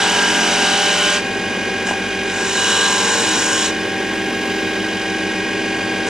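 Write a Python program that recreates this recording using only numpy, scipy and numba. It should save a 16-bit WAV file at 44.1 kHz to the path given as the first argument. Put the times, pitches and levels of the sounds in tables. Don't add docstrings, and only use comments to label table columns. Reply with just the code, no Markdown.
import sys
import numpy as np
from scipy import signal
from scipy.fft import rfft, irfft
from scipy.io import wavfile
from scipy.ndimage import uniform_filter1d, map_coordinates
from numba import njit

SR = 44100
rng = np.random.default_rng(int(sys.argv[2]) if len(sys.argv) > 2 else 0)


def waveform_to_disk(signal):
    frames = np.transpose(np.atleast_2d(signal))
    scaled = np.clip(frames, -1, 1) * 32767
    samples = np.round(scaled).astype(np.int16)
    wavfile.write(sys.argv[1], SR, samples)


N = 268569
T = np.arange(N) / SR
HZ = np.maximum(np.arange(N // 2 + 1) * SR / N, 1)

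IDLE_TURNS_PER_S = 46.54
RELEASE_S = 0.0607
JUDDER_POWER = 0.62

# start_s, attack_s, end_s, slowing_turns_per_s
CUTS = [(-.1, .1, 1.215, .87), (2.215, 0.474, 3.72, .39)]
# pitch_hz, level_db (relative)
PLUNGE_COLOUR = [(120, -34), (180, -19), (250, -14), (320, 0.5), (410, -3), (560, -5.5), (820, 2.5),
                 (1200, -4), (1480, 0), (2000, -9), (3000, -18), (4500, -20), (9000, -54)]
# pitch_hz, level_db (relative)
PLUNGE_HISS = [(500, -22), (1500, -1.5), (2000, -2), (2600, 1), (3400, -1), (4400, -6.5), (5600, -2.5),
               (6800, -6), (7400, -8), (8600, -7.5), (9300, -12), (11300, -11.5), (14000, -93)]
SHEAR_HISS = [(500, -24), (1500, -17), (2600, -3.5), (3400, -3.5), (4600, -10), (5500, -0.5), (6200, -7),
              (6900, -0.5), (7450, -7), (8600, -4.5), (9400, -15), (11300, -10), (14000, -100)]
# centre_hz, width_hz, lift_db
RINGS = [(1740, 58, 3.5), (2390, 56, -8), (2860, 250, 6.5), (3830, 190, 4), (4670, 91, 5.5), (5380, 160, 5),
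         (5810, 50, 9.5), (6575, 200, 9.5), (6960, 150, 5.5), (7970, 420, 7.5), (8660, 150, 0),
         (9720, 580, 3.5)]


def undb(db):
    return np.exp(np.asarray(db) * (np.log(10) / 20))


def colour(x, points, rings=()):
    hz, db = np.transpose(points)
    db = np.interp(np.log(HZ), np.log(hz), db)
    for centre, width, lift in rings:
        db = db + lift / (1 + (2 * (HZ - centre) / width) ** 2)
    y = irfft(rfft(x) * undb(db), N)
    return y / y.std()


def walk(rate):
    hold = max(int(SR / rate), 1)
    steps = np.repeat(rng.standard_normal(N // hold + 1), hold)
    y = uniform_filter1d(steps, hold)[:N]
    return y / y.std()


def surface(turns, memory, size):
    memory = np.clip(memory, 0, .995)
    laps = rng.standard_normal((int(turns[-1]) + 2, size))
    for k in range(1, len(laps)):
        laps[k] = memory * laps[k - 1] + np.sqrt(1 - memory ** 2) * laps[k]
    return map_coordinates(laps.ravel(), [turns * size], order=3, mode="nearest")


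def tone(cycles, db):
    return np.sqrt(2) * undb(db) * np.sin(2 * np.pi * (cycles + rng.random()))


def swell(start, attack, end, release):
    return np.clip((T - start) / attack, 0, 1) * np.clip((end - T) / release, 0, 1)


def strike(start, modes, level_db):
    age = np.maximum(T - start, 0)
    return sum(undb(level_db + db - 60 * age / t60) * np.sin(2 * np.pi * hz * age)
               for hz, db, t60 in modes)


@njit
def resonate(x, hz, width):
    y, band, low = np.empty(len(x)), 0., 0.
    for i in range(len(x)):
        g, damping = np.tan(np.pi * hz[i] / SR), width / hz[i]
        v = (band + g * (x[i] - low)) / (1 + g * (g + damping))
        band = 2 * v - band
        low = low + 2 * g * v
        y[i] = damping * v
    return y


def port_rumble():
    shape = [(30, -34), (50, -4), (75, 10), (115, 11), (250, -23), (1000, -26), (4000, -36), (12000, -40)]
    return undb(-51) * np.array([colour(rng.standard_normal(N), shape) for _ in range(2)])


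def workshop(x, t60, wet_db):
    t = T[:SR // 2]
    tails = rng.standard_normal((2, len(t))) * undb(-60 * t / t60) * (t > .003)
    tails /= np.sqrt(np.sum(tails ** 2, axis=1, keepdims=True))
    return x + undb(wet_db) * signal.fftconvolve(x[None], tails, axes=1)[:, :N]


def spindle():
    inertia_s = 0.0529
    drag = sum(slowing * swell(start, attack, end, RELEASE_S) ** 2
               for start, attack, end, slowing in CUTS)
    step = 1 / (inertia_s * SR)
    sag = drag[0] + signal.lfilter([step], [1, step - 1], drag - drag[0])
    return np.cumsum(IDLE_TURNS_PER_S - sag) / SR, sag / sag.max()


def electrics(load):
    mains_hz, whine_hz = 50, 12221
    # time_s, level_db
    whine_level = [(0, -55), (3.7, -53), (4.5, -47), (5.3, -54)]
    hum = tone(2 * mains_hz * T, db=-42.5 - 5.8 * load)
    return hum + tone(whine_hz * T, np.interp(T, *np.transpose(whine_level)))


def motor(load):
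    motor_hz, balls_per_turn = 48.6, 3.972
    motor_tones = [(1, 0, -49.5, -3), (14, 0, -46, -16), (16, 0, -34.5, -3), (0, 1, -37, -47),
                   (0, 2, -32, -9.5), (0, 3, -43, 2), (0, 8, -37.5, -2), (32, 0, -42, -10),
                   (0, 12, -43, -22)]
    motor_turns = motor_hz * T + 0.0011 * walk(3.18)
    out = 0
    for k, balls, db, loaded_db in motor_tones:
        rate = round(k) + round(balls) * balls_per_turn
        out = out + tone(rate * motor_turns, db + loaded_db * load + 1.36 * walk(12))
    return out


def belt(turns, load):
    laps_per_turn, throb_db = .1431, 1.2
    # pitch_hz, level_db (relative)
    belt_colour = [(30, -46), (70, -42), (115, -6), (165, -12), (200, 1.5), (240, 2.5), (300, -1), (420, 2),
                   (540, -2.5), (700, -9), (820, -8), (1000, -8.5), (1300, -13), (2500, -31)]
    laps = laps_per_turn * turns
    bumps = undb(throb_db * surface(laps, memory=0.65, size=3))
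    rumble = colour(surface(laps, memory=0.6, size=4096) * bumps, belt_colour)
    return undb(-27.5 - 2.6 * load) * rumble


def bearings(turns):
    balls_per_turn, cage_per_turn, tail_balls_per_turn = 5.85, .2544, 4.425
    cage_sway = .017
    drone_db, drone_swell_db, drone_swell_s, drone_rise_s = -40, 9, 2.85, 0.51
    # multiple of the ball rate, sideband in spindle turns, level_db
    bearing_tones = [(0, 2, -49.5), (0, 4, -37), (0, 5, -37.5), (0, 9, -41), (0, 10, -41), (3, 0, -45),
                     (4, 0, -42), (5, 0, -49), (6, -1, -37.5), (6, 0, -29.7), (7, -2, -49), (7, 0, -42),
                     (8, -1, -45), (8, 0, -37), (9, -1, -42), (9, 0, -36), (11, -1, -46)]
    # multiple of its ball rate, level_db
    tail_tones = [(1, -44.5), (2, -40.5), (3, -46.5), (7, -47)]
    # pitch_hz, level_db (relative)
    rattle_colour = [(600, -9.5), (1000, -3.5), (1300, -19), (1500, -0.5), (2000, -1), (2900, -3.5),
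                     (3500, -8), (5200, -8.5), (6800, -9.5), (8200, -15), (9400, -11.5), (11000, -25.5),
                     (14000, -57)]
    # centre_hz, width_hz, lift_db
    rattle_peaks = [(1570, 180, 6), (1893, 100, 8.5), (2120, 77, 5.5), (2473, 110, 12), (2764, 99, 8.5),
                    (2931, 87, 11), (3210, 230, 9.5), (3525, 180, 8), (3820, 100, 9), (4040, 110, 8.5),
                    (4595, 125, 8.5), (4910, 38, 11), (5110, 93, 9), (5390, 78, 8), (5890, 72, 8),
                    (6400, 80, 7), (6630, 88, 3.5), (6960, 140, 3)]

    sway = cage_sway * np.sin(2 * np.pi * cage_per_turn * turns)
    balls = balls_per_turn * turns + sway + .002 * walk(20)
    buzz = sum(tone(k * balls + side * turns, db + 0.5 * walk(12)) for k, side, db in bearing_tones)

    risen = np.clip((T - drone_swell_s) / drone_rise_s, 0, 1)
    drone = tone(balls + turns, drone_db + drone_swell_db * risen + 1.3 * walk(17))

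    knocks = undb(0.93 * np.cos(2 * np.pi * balls) + 1.36 * np.cos(2 * np.pi * turns))
    rattle = surface(cage_per_turn * turns, memory=0.81, size=3726) * knocks
    tailstock = sum(tone(round(k) * tail_balls_per_turn * turns, db + 2.0 * walk(9.1))
                    for k, db in tail_tones)
    return buzz + drone + tailstock + undb(-26.5) * colour(rattle, rattle_colour, rattle_peaks)


def shudder(turns):
    # pitch_hz, level_db (relative)
    shudder_colour = [(140, -49), (210, -6), (235, 4), (280, 3), (380, 0), (800, -50)]
    bending = colour(surface(turns, memory=0.6, size=960), shudder_colour)
    return bending * undb(-27) * swell(start=-0.15, attack=1, end=0.81, release=0.173)


def catches():
    crack_t60_s = 0.03
    # start_s, knock_db, crack_db, rest_ring_db
    catch_times = [(1.869, -30, -21, -23), (1.889, -29, -27, -18), (1.911, -16, -25, -25)]
    # pitch_hz, level_db (relative), t60_s
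    wood_modes = [(335, -7, .07), (758, -7, 0.13), (816, -2, 0.083), (915, -8, 0.15), (1020, -3, 0.082)]
    # pitch_hz, level_db (relative), t60_s
    rest_modes = [(1630, 2, 0.051), (2870, -4, .07)]
    splinter = colour(rng.standard_normal(N), PLUNGE_HISS, RINGS)
    out = 0
    for start, knock_db, crack_db, rest_db in catch_times:
        age = np.maximum(T - start, 0)
        crack = splinter * (age > 0) * undb(crack_db - 60 * age / crack_t60_s)
        out = out + crack + strike(start, wood_modes, knock_db) + strike(start, rest_modes, rest_db)
    return out


def end_grain(turns, grain_db):
    return undb(grain_db * surface(turns, memory=0.86, size=14) + 0.53 * np.cos(4 * np.pi * turns))


def snags(x, turns, depth_db):
    band_hz = [900, 1600, 2300, 3000, 3900, 5000, 6400, 8200]
    spectrum, out = rfft(x), 0
    for share in np.eye(len(band_hz)):
        band = irfft(spectrum * np.interp(HZ, band_hz, share), N)
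        spots = undb(depth_db * surface(turns, memory=0.97, size=9))
        out = out + band * spots / np.sqrt(uniform_filter1d(spots ** 2, size=3800))
    return out


def cut(turns, stroke, judder_colour, hiss_colour, judder_db, hiss_db, memory, grain_db,
        roughest_s=0, settle_db_per_s=0, snag_db=0):
    slip_turns = .0025
    pressure = swell(*stroke[:3], RELEASE_S)
    grain = end_grain(turns, grain_db)
    marks = surface(turns + slip_turns * walk(150), memory, size=960)
    judder_level = undb(judder_db - settle_db_per_s * np.abs(T - roughest_s))
    judder = colour(marks * grain, judder_colour, RINGS) * judder_level
    tearing = colour(rng.standard_normal(N) * grain, hiss_colour, RINGS) * undb(hiss_db)
    if snag_db:
        tearing = snags(tearing, turns, snag_db)
    return pressure * tearing + pressure ** JUDDER_POWER * judder


def chatter(turns, stroke, ripples):
    tones = 0
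    for k, db, peak_s, fade in ripples:
        level_db = db - fade * np.abs(T - peak_s) + 0.25 * walk(8)
        tones = tones + tone(round(k) * turns + 0.08 * walk(8), level_db)
    return tones * swell(*stroke[:3], RELEASE_S) ** JUDDER_POWER


def blade(turns, stroke, ring, ring_db, bite_db):
    blade_modes = [(1, 111, -2.5, 4, 24.05), (1.119, 280, -2, -22, 119.3), (1.3, 250, -0.5, -15, 90)]
    times, pitch, *levels = np.transpose(ring)
    hz = np.interp(T, times, pitch)
    scrape = rng.standard_normal(N)
    out = 0
    for (ratio, width, db, squeal_db, waver_hz), level in zip(blade_modes, levels):
        mode_hz = ratio * hz
        mode = resonate(resonate(scrape, mode_hz, 2. * width), mode_hz, 2. * width)
        squeal = tone(np.cumsum(mode_hz + waver_hz * walk(170)) / SR, squeal_db)
        bite = undb(bite_db * np.cos(2 * np.pi * (turns + rng.random())))
        sound = (mode / mode.std() + squeal) * bite
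        out = out + sound / sound.std() * undb(ring_db + db + np.interp(T, times, level))
    return out * swell(*stroke[:3], RELEASE_S)


def touches(turns):
    # start_s, attack_s, end_s, level_db (added to the levels below)
    strokes = [(1.85, 0.022, 1.96, -2), (6.05, 0.031, 6.2, -1.5)]
    return sum(undb(db) * cut(turns, stroke, PLUNGE_COLOUR, SHEAR_HISS, judder_db=-29.5, hiss_db=-28,
                              memory=0.33, grain_db=1.0)
               for *stroke, db in strokes)


def shear(turns, stroke):
    # pitch_hz, level_db (relative)
    shear_colour = [(120, -37), (200, -8), (450, 3), (620, -3), (850, 0.5), (1050, 2), (1300, -6),
                    (1500, 9.5), (2000, -8), (3000, -14), (4500, -13), (9000, -33)]
    # ripples per turn, peak_db, peak_s, fade_db_per_s before and after
    ripples = [(10, -32.5, 3.1, 14), (18, -32, 3.03, 37), (19, -35, 3.26, 14), (20, -34, 2.87, 30),
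               (21, -38, 2.76, 15), (22, -30.5, 2.97, 17), (23, -30, 4, 7.2), (24, -39, 3.2, 5.2),
               (25, -33, 2.78, 25), (27, -34, 2.78, 44), (30, -39, 2.7, 14), (32, -34, 3.4, 6),
               (35, -23, 2.76, 20), (64.2, -39, 2.4, 9)]
    # time_s, pitch_hz, lower_mode_db, middle_mode_db, upper_mode_db (all relative)
    ring = [(2.4, 2920, -38, -44, -35), (2.52, 2966, -28, -36, -28), (2.66, 2907, -24, -26, -28.5),
            (2.849, 2974, -26.5, -28, -26.5), (3.144, 2975, -35, -45, -33), (3.226, 2952, -27.5, -38, -32),
            (3.384, 2950, -33, -40, -31), (3.47, 3010, -36, -45, -51), (3.622, 3000, -28, -27, -39),
            (3.68, 2960, -31, -33, -31)]
    scraping = cut(turns, stroke, shear_colour, SHEAR_HISS, judder_db=-25.5, hiss_db=-20.5,
                   memory=0.69, grain_db=1.0, roughest_s=2.6, settle_db_per_s=1.0, snag_db=1.0)
    squeal = blade(turns, stroke, ring, ring_db=3.0, bite_db=2.5)
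    return scraping + chatter(turns, stroke, ripples) + squeal


def plunge(turns, stroke):
    # ripples per turn, peak_db, peak_s, fade_db_per_s before and after
    ripples = [(4, -37.5, 0.32, 10), (5, -26.5, 0.42, 25), (6, -37, 0.49, 14), (7, -38, 0.36, 13),
               (9, -28.5, 0.3, 4), (10, -37, .3, 10), (13, -28.5, 1.45, 4), (15, -37, .33, 25),
               (16, -33, 0.38, 17), (17, -31.5, .7, 7), (18, -27, 0.37, 10), (21, -29.5, 0.21, 10),
               (23, -31.5, 1.18, 17), (26, -39, .8, -2), (30, -34, .1, 6), (32, -30, 0.73, 1),
               (35, -27, .25, 6), (36, -26, 0.21, 19), (51, -31.5, 1.06, 17), (59, -28.5, 1.2, 14),
               (64.56, -33, 0.67, 2), (66.1, -33, 0.7, 4), (68.6, -29, 1.05, 14), (103, -36, 0.71, 2),
               (116.4, -36.5, .4, 8), (129.5, -33.5, 0.52, 17)]
    # time_s, pitch_hz, lower_mode_db, middle_mode_db, upper_mode_db (all relative)
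    ring = [(0.0, 2960, -37, -23, -29), (0.06, 2984, -28, -27, -30), (0.33, 2997, -27, -33, -47),
            (0.501, 2940, -33, -33, -32), (0.699, 3010, -25.5, -28, -27), (1.151, 3003, -26, -32, -33.5)]
    scraping = cut(turns, stroke, PLUNGE_COLOUR, PLUNGE_HISS, judder_db=-24, hiss_db=-20.5,
                   memory=0.84, grain_db=-0.24, roughest_s=0.12, settle_db_per_s=4.5, snag_db=2.0)
    squeal = blade(turns, stroke, ring, ring_db=1.5, bite_db=4)
    return scraping + chatter(turns, stroke, ripples) + squeal


def scene():
    turns, load = spindle()
    upright, laid_over = CUTS
    machine = electrics(load) + motor(load) + belt(turns, load) + bearings(turns)
    workpiece = shudder(turns) + catches()
    tool = touches(turns) + shear(turns, laid_over) + plunge(turns, upright)
    return workshop(machine + workpiece + tool, t60=0.28, wet_db=-13) + port_rumble()


def record(dry):
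    top_hz = 12400
    # pitch_hz, left_lead_rad
    port_phase = [(0, 0), (2150, -.12), (4000, -.65), (5400, -.9), (7400, -1.5), (9300, -1.95),
                  (10300, -2.5), (12200, -2.95), (13000, -3.1)]
    lead = np.interp(HZ, *np.transpose(port_phase))
    fade = np.minimum(np.minimum(T, T[-1] - T) / .002, 1)
    ports = irfft(rfft(dry * fade) * np.exp(.5j * np.array([lead, -lead])), N)
    low_pass = signal.ellip(8, .2, 70, top_hz, fs=SR, output="sos")
    return signal.sosfilt(low_pass, ports)


dry = scene()
out = record(dry)
waveform_to_disk(out)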